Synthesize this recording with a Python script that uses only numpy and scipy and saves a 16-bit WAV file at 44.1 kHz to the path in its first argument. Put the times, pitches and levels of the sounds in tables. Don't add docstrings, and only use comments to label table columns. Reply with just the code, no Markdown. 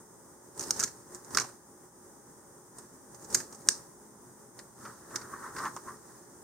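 import sys
import numpy as np
from scipy import signal
from scipy.fft import rfft, irfft, next_fast_len
from scipy.io import wavfile
from scipy.ndimage import uniform_filter1d

SR = 44100
rng = np.random.default_rng(int(sys.argv[2]) if len(sys.argv) > 2 else 0)


def generate_wav(sig):
    pcm = np.round(np.clip(np.atleast_2d(sig).T, -1, 1) * 32767).astype(np.int16)
    wavfile.write(sys.argv[1], SR, pcm)


def voltage_ratio(level):
    return 10 ** (np.asarray(level, float) / 20)


N = 283563

# frequency in Hz, level in dB per Hz.
AIR = [(20, -48), (40, -17.5), (70, -14), (120, -10), (200, -8.5), (300, -8.5), (430, -9), (720, -15.5),
       (900, -9.5), (1450, -17), (1900, -21.5), (2300, -35), (2700, -44), (4000, -79.5)]
# frequency in Hz, likeness from 0 to 1.
AIR_ALIKE = [(60, 0.82), (300, 0.82), (700, 0.59), (1400, 0.41), (3000, 0.15)]
# frequency in Hz, half width in Hz, level in dB over the air.
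HUM = [(124, 3.7, 4.5), (168.4, 3.3, -0.5), (213, 5, 2.5), (258.5, 5, 2), (320.5, 4.6, 0.5),
       (362.5, 4.7, 2), (421.3, 12, 1.5), (558.4, 4.2, 6.5), (808, 3, 7)]
MAINS_HZ, MAINS_DB = 359.6, -6.5
# frequency in Hz, level in dB per Hz.
HISS = [(1800, -38.5), (2300, -22.5), (2700, -24), (3500, -18), (4400, -21), (4800, -11.5), (6400, -1),
        (7400, -4.5), (8800, 1), (9400, -0.5), (10500, -11.5), (15500, -11.5), (16300, -23)]
HISS_DB, HISS_FOLLOWS = -58.5, 0.86
SHUT_DB, GATE_OPENS_DB, GATE_RANGE_DB, GATE_SLOPE = -58.5, -65, 30, 0.46
GATE_QUICK_S, GATE_SLOW_S, GATE_LEAD_S, GATE_WANDER_DB = 0.011, 0.07, 0.01, 0.83
GATE_BASS_HZ, GATE_BASS_DB = 2500, -12

# time in seconds, crack level in dB,
# brightest frequency in Hz, body thud level in dB, thud frequency in Hz.
CRACKS = [(.5626, -60, 8500, -63, 920), (.5761, -39, 8050, -59, 1080), (.5945, -25, 6900, -53, 1460),
          (.6084, -26.5, 6330, -48, 1500), (.6264, -33, 6980, -52, 1660), (.6364, -31, 5050, -47, 950),
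          (.7068, -12, 5600, -35, 1330), (.7432, -39, 6500, -57, 980), (.7617, -35, 6000, -48, 1160),
          (.7934, -23, 8200, -38, 1440), (.7981, -20, 6550, -45, 1760), (.8044, -22, 5860, -39, 1600),
          (.8124, -27, 6800, -36.5, 1440), (.8274, -24, 6600, -31.5, 1400), (.8754, -37, 6360, -47, 1800),
          (1.1473, -34, 7060, -52, 930), (1.2461, -45, 6600, -65, 910), (1.3478, -24, 5500, -31.5, 1390),
          (1.3716, -16, 4600, -17.5, 1330), (1.3838, -23.5, 5600, -25, 1500),
          (1.3984, -24, 6260, -39, 1560), (1.4077, -31, 5740, -35, 1100), (1.4424, -44, 6290, -41, 990),
          (1.4904, -48.5, 8780, -49.5, 1030)]
# time in seconds, crack in dB, brightest Hz, thud in dB, thud Hz.
TEARS = [(.8353, -15.5, 6400, -38, 1580), (.8404, -23.5, 6470, -41, 1690), (1.1524, -44, 6910, -60, 960),
         (1.3064, -47, 6070, -49, 1020), (1.4151, -32, 5950, -34.5, 1080), (3.1443, -42.5, 6760, -60, 930),
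         (3.2443, -40.5, 6970, -64, 1240), (3.3009, -38, 7050, -49, 930), (3.3454, -9.5, 6840, -31, 1650),
         (3.4004, -33, 5430, -41, 1730), (4.8509, -49, 5000, -40, 1340), (5.1572, -24.5, 5600, -37, 1690),
         (5.563, -41, 5000, -38, 1300), (5.583, -36.5, 4700, -35, 1250), (5.6029, -52, 6840, -37.5, 1120)]
# time in seconds, crack in dB, brightest Hz, thud in dB, thud Hz.
TICKS = [(2.7841, -37, 8500, -52, 900), (3.2231, -47, 6980, -65, 900), (3.3524, -18, 5990, -39, 1770),
         (3.5254, -40, 6500, -49, 1010), (3.5473, -41.5, 6250, -58.5, 1110), (4.59, -39, 4300, -47, 1700),
         (5.1064, -59, 9170, -46, 980), (5.2144, -44.5, 4300, -47.5, 1510),
         (5.6534, -44, 6720, -32.5, 1130), (5.6634, -48, 6770, -36, 1050),
         (5.7638, -36.5, 6240, -33.5, 1130)]
# time in seconds, crack in dB, brightest Hz, thud in dB, thud Hz.
SNAP = [
    (3.6885, -15.5, 7800, -41, 1800),
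    (3.673, -40, 8020, -54.5, 1600),
]
CRACK_RISE_S, TEAR_RISE_S, SNAP_RISE_S = 0.0006, 0.0045, 0.0003
CRACK_T60_S, TICK_T60_S, TEAR_T60_S, SNAP_T60_S = 0.032, 0.032, 0.03, 0.036
T60_DB_PER_DB = 0.25
# peak in seconds, rise in seconds, fall in seconds,
# rustle level in dB, low rustle level in dB.
HANDS = [(.618, 0.071, 0.45, -46, -56.5), (.8, 0.17, 0.18, -44, -52), (1.14, 0.088, 0.18, -57.5, -58),
         (1.36, 0.14, 0.21, -52, -50), (1.47, .2, 0.1, -57, -62), (2.79, .06, 0.22, -59.5, -62),
         (3.25, 0.48, 0.073, -62.5, -68.5), (3.349, 0.055, .11, -36.5, -50),
         (3.63, 0.59, 0.082, -63, -67.5), (3.75, 0.16, 0.17, -53.5, -58.5), (4.876, .25, 0.38, -63, -75),
         (5.17, 0.27, 0.35, -63, -53.5), (5.48, 0.4, 0.13, -64, -50.5), (5.58, 0.057, 0.4, -52, -54),
         (5.78, 0.043, 0.66, -59, -62.5), (6.1, 0.46, 0.71, -63, -63.5)]
SWELL_DB, HANDS_PAN_DB = 21.5, -4
# frequency in Hz, level in dB per Hz.
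PAPER = [(1290, -34.5), (2200, -17.5), (3360, -21.5), (3970, -13), (4720, -6), (5260, -2.5), (6470, 0),
         (7520, -3), (8870, 0), (10100, -13.5), (14700, -14.5), (16000, -40)]
# time in seconds, level in dB.
FULLNESS = [(.72, -7), (.85, 0.5), (1.2, -30), (1.36, 9), (3.1, -25), (3.36, -16.5), (3.42, -9.5),
            (4.6, 4.5), (5.16, 6.5), (5.65, 3.5), (5.76, -19)]

ROOM_T60_S, ROOM_DB, ROOM_DELAY_S = 0.22, -13.5, 0.017
RIGHT_LAG_S = 0.00001

POP_S = 3.68752
# frequency in Hz, level in dB, t60 in seconds.
POP = [(1700, -15.5, 0.0084), (3260, -22, 0.0041), (4500, -20.5, .003), (5670, 0, 0.0033),
       (6200, 4.5, 0.0024), (7500, -15, 0.0014), (8550, 2, 0.0032), (11340, -19, 0.00221),
       (14000, -15, 0.0018)]

# peak in seconds, rise in seconds,
# fall in seconds, scrape level in dB, ringing frequency in Hz.
ROLL = [
    (4.87, 0.087, 0.14, -47, 1310),
    (5.155, 0.073, 0.13, -44, 1300),
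    (5.25, 0.14, .15, -51.5, 1310),
    (5.338, .09, .14, -44, 1135),
    (5.462, .12, .08, -40.5, 1170),
    (5.594, 0.081, 0.14, -37.5, 1200),
    (5.66, .07, .05, -31, 1040),
    (5.885, .045, .08, -42, 1100),
]
# frequency in Hz, level in dB per Hz.
TUBE = [(410, -55), (700, -24.5), (908, -8.5), (1050, -2.5), (1120, -3.5), (1420, -7), (1860, -5.5),
        (1960, -13), (2410, -31.5), (3180, -36.5), (3630, -33), (4220, -33.5), (4600, -31.5), (5980, -60.5),
        (10100, -120)]
LOW_WALL_HZ, HIGH_WALL_HZ, WALL_WIDTH_HZ = 1100, 1350, 300

TOP_HZ = 15950


def on_log_hz(points, size):
    hz, value = np.transpose(points)
    bins_hz = np.arange(size // 2 + 1) * SR / size
    return np.interp(np.log(bins_hz + 1), np.log(hz), value)


def colour(x, points):
    cepstrum = irfft(np.log(voltage_ratio(on_log_hz(points, size=2048))))
    cepstrum[1:1024] *= 2
    cepstrum[1025:] = 0
    response = irfft(np.exp(rfft(cepstrum)))[:1024]
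    response = response / np.linalg.norm(response)
    return signal.fftconvolve(x, response[None], axes=1)[:, :N]


def ring(x, hz, width_hz):
    return signal.lfilter(*signal.iirpeak(hz, hz / width_hz, fs=SR), x)


def unit(x):
    return x / np.sqrt(np.mean(x ** 2))


def smooth(x, seconds):
    size = max(int(seconds * SR), 1)
    return uniform_filter1d(uniform_filter1d(x, size), size)


def decay(t, t60):
    return np.exp(-np.log(1000) * t / t60)


def ports(shared, own, alike):
    alike = np.clip(alike, 0, 1)
    opposed = own * np.array([[1], [-1]])
    return np.sqrt((1 + alike) / 2) * shared + np.sqrt((1 - alike) / 2) * opposed


def grit(size, scatter_db, alike, hold_s):
    hold = max(int(hold_s * SR), 1)
    jumps_db = scatter_db * rng.exponential(size=size // hold + 1).clip(0, 3.5)
    grains = np.repeat(voltage_ratio(jumps_db), hold)[:size]
    return unit(grains * ports(rng.standard_normal(size), rng.standard_normal(size), alike))


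def swells(peak_s, rise_s, fall_s, peak_db):
    dt = np.arange(N) / SR - peak_s[:, None]
    away = np.maximum(-dt / rise_s[:, None], dt / fall_s[:, None])
    return voltage_ratio(peak_db[:, None] - SWELL_DB * away)


def gate(near):
    bass = signal.lfilter(*signal.butter(2, GATE_BASS_HZ, fs=SR), near)
    heard = near - bass + voltage_ratio(GATE_BASS_DB) * bass
    power = smooth((heard ** 2).mean(0), GATE_QUICK_S)
    near_db = 10 * np.log10(power.clip(1e-12))
    lift = smooth(np.clip(near_db - GATE_OPENS_DB, 0, GATE_RANGE_DB), GATE_SLOW_S / 2)
    lift = np.roll(lift, -int(GATE_LEAD_S * SR))
    wander = GATE_WANDER_DB * unit(smooth(rng.standard_normal(N), 0.053))
    return SHUT_DB - 0.6 + GATE_SLOPE * lift + wander


def background(near):
    size = next_fast_len(N)
    shared, own = rfft(rng.standard_normal((2, size)))
    f = np.arange(len(own)) * SR / size
    hum = sum(voltage_ratio(db) / (1 + ((f - hz) / width) ** 2) for hz, width, db in HUM)
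    shape = voltage_ratio(on_log_hz(AIR, size)) * (1 + hum)
    spectrum = shape * ports(shared, own, on_log_hz(AIR_ALIKE, size))
    air = unit(irfft(spectrum, size)[:, :N])
    air = air + voltage_ratio(MAINS_DB) * np.sin(2 * np.pi * MAINS_HZ * np.arange(N) / SR)
    hiss = colour(rng.standard_normal((2, N)), HISS)
    gate_db = gate(near)
    hiss_db = HISS_DB + HISS_FOLLOWS * (gate_db - SHUT_DB)
    return voltage_ratio(gate_db + 2.5) * air + voltage_ratio(hiss_db) * hiss


def buckles(table, rise_s, t60):
    sharp, thuds = np.zeros((2, N)), np.zeros((2, N))
    t = np.arange(3000) / SR
    for s, crack_db, bright_hz, thud_db, thud_hz in table:
        at = int((s - rise_s / 2) * SR)
        lasts = t60 * voltage_ratio(-T60_DB_PER_DB * (crack_db + 23))
        fade = decay(np.maximum(t - rise_s, 0), lasts) * np.minimum(t / rise_s, 1) ** 2
        burst = fade * grit(len(t), 2.8, alike=0.52, hold_s=0.00026)
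        burst += 1.6 * ring(burst, bright_hz, 1200)
        sharp[:, at:at + len(t)] += voltage_ratio(crack_db - 6.5) * unit(burst) * fade.std()
        push = fade * grit(len(t), 1.77, alike=1.0, hold_s=0.0004)
        thud = ring(ring(push, thud_hz, 470), thud_hz, 710)
        thuds[:, at:at + len(t)] += voltage_ratio(thud_db + 1.0) * unit(thud) * fade.std()
    return sharp, thuds


def paper():
    peak_s, rise_s, fall_s, rustle_db, low_db = np.transpose(HANDS)
    rustle = swells(peak_s, rise_s, fall_s, rustle_db).max(0)
    low_rustle = swells(peak_s, rise_s, fall_s, low_db).max(0)
    treble = rustle * grit(N, 3.3, alike=0.25, hold_s=0.00075)
    body = low_rustle * colour(grit(N, 2.75, alike=0.34, hold_s=0.002), TUBE)
    for table, rise_s, t60 in [(CRACKS, CRACK_RISE_S, CRACK_T60_S), (TICKS, CRACK_RISE_S, TICK_T60_S),
                               (TEARS, TEAR_RISE_S, TEAR_T60_S), (SNAP, SNAP_RISE_S, SNAP_T60_S)]:
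        sharp, thuds = buckles(table, rise_s, t60)
        treble, body = treble + sharp, body + thuds
    free_s, free_db = np.transpose(FULLNESS)
    fullness = voltage_ratio(np.interp(np.arange(N) / SR, free_s, free_db))
    treble = treble + fullness * ring(treble, 3300, 2000)
    sides = voltage_ratio(np.array([[1], [-1]]) * HANDS_PAN_DB / 2)
    return colour(sides * treble, PAPER) + body


def room(x):
    t = np.arange(int(0.4 * SR)) / SR
    onset = np.minimum(t / ROOM_DELAY_S, 1) ** 2
    tail = rng.standard_normal((2, len(t))) * decay(t, ROOM_T60_S) * onset
    tail /= np.linalg.norm(tail, axis=1, keepdims=True)
    return voltage_ratio(ROOM_DB) * signal.fftconvolve(x.mean(0)[None], tail, axes=1)[:, :N]


def pop():
    out, t = np.zeros((2, N)), np.arange(600) / SR
    far = np.array([[0], [1]])
    level, detune = voltage_ratio(1.3 * far), 1 - 0.03 * far
    rings = sum(voltage_ratio(db) * level * decay(t, t60) * np.sin(2 * np.pi * hz * detune * t) for hz, db, t60 in POP)
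    at = int(POP_S * SR)
    out[:, at:at + len(t)] = rings * np.minimum(t / 0.00032, 1)
    return out


def tube():
    peak_s, rise_s, fall_s, scrape_db, ring_hz = np.transpose(ROLL)
    strokes = swells(peak_s, rise_s, fall_s, scrape_db)
    wall = colour(grit(N, 1.6, alike=1.0, hold_s=0.003), TUBE)
    now_hz = ring_hz[strokes.argmax(0)]
    upper = np.clip((now_hz - LOW_WALL_HZ) / (HIGH_WALL_HZ - LOW_WALL_HZ), 0, 1)
    upper = smooth(upper, 0.01)
    low_ring = ring(wall, LOW_WALL_HZ, WALL_WIDTH_HZ)
    high_ring = ring(wall, HIGH_WALL_HZ, WALL_WIDTH_HZ)
    grip = (1 - upper) * low_ring + upper * high_ring
    return voltage_ratio(-0.5) * strokes.max(0) * unit(wall + 1.8 * grip)


def scene():
    rubbing = paper() + tube()
    near = rubbing + pop()
    size = next_fast_len(N)
    f = np.arange(size // 2 + 1) * SR / size
    lag = np.exp(-2j * np.pi * f * RIGHT_LAG_S)
    right = irfft(rfft(near[1], size) * lag, size)[:N]
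    direct = np.array([near[0], right])
    return direct + room(near) + background(rubbing)


def top_cut(x):
    return signal.sosfilt(signal.butter(12, 16300, fs=SR, output="sos"), x)


def record(dry):
    low_pass = signal.ellip(8, 0.2, 50, TOP_HZ, fs=SR, output="sos")
    mix = np.clip(signal.sosfilt(low_pass, dry), -1, 1)
    return top_cut(mix)


dry = scene()
out = record(dry)
generate_wav(out)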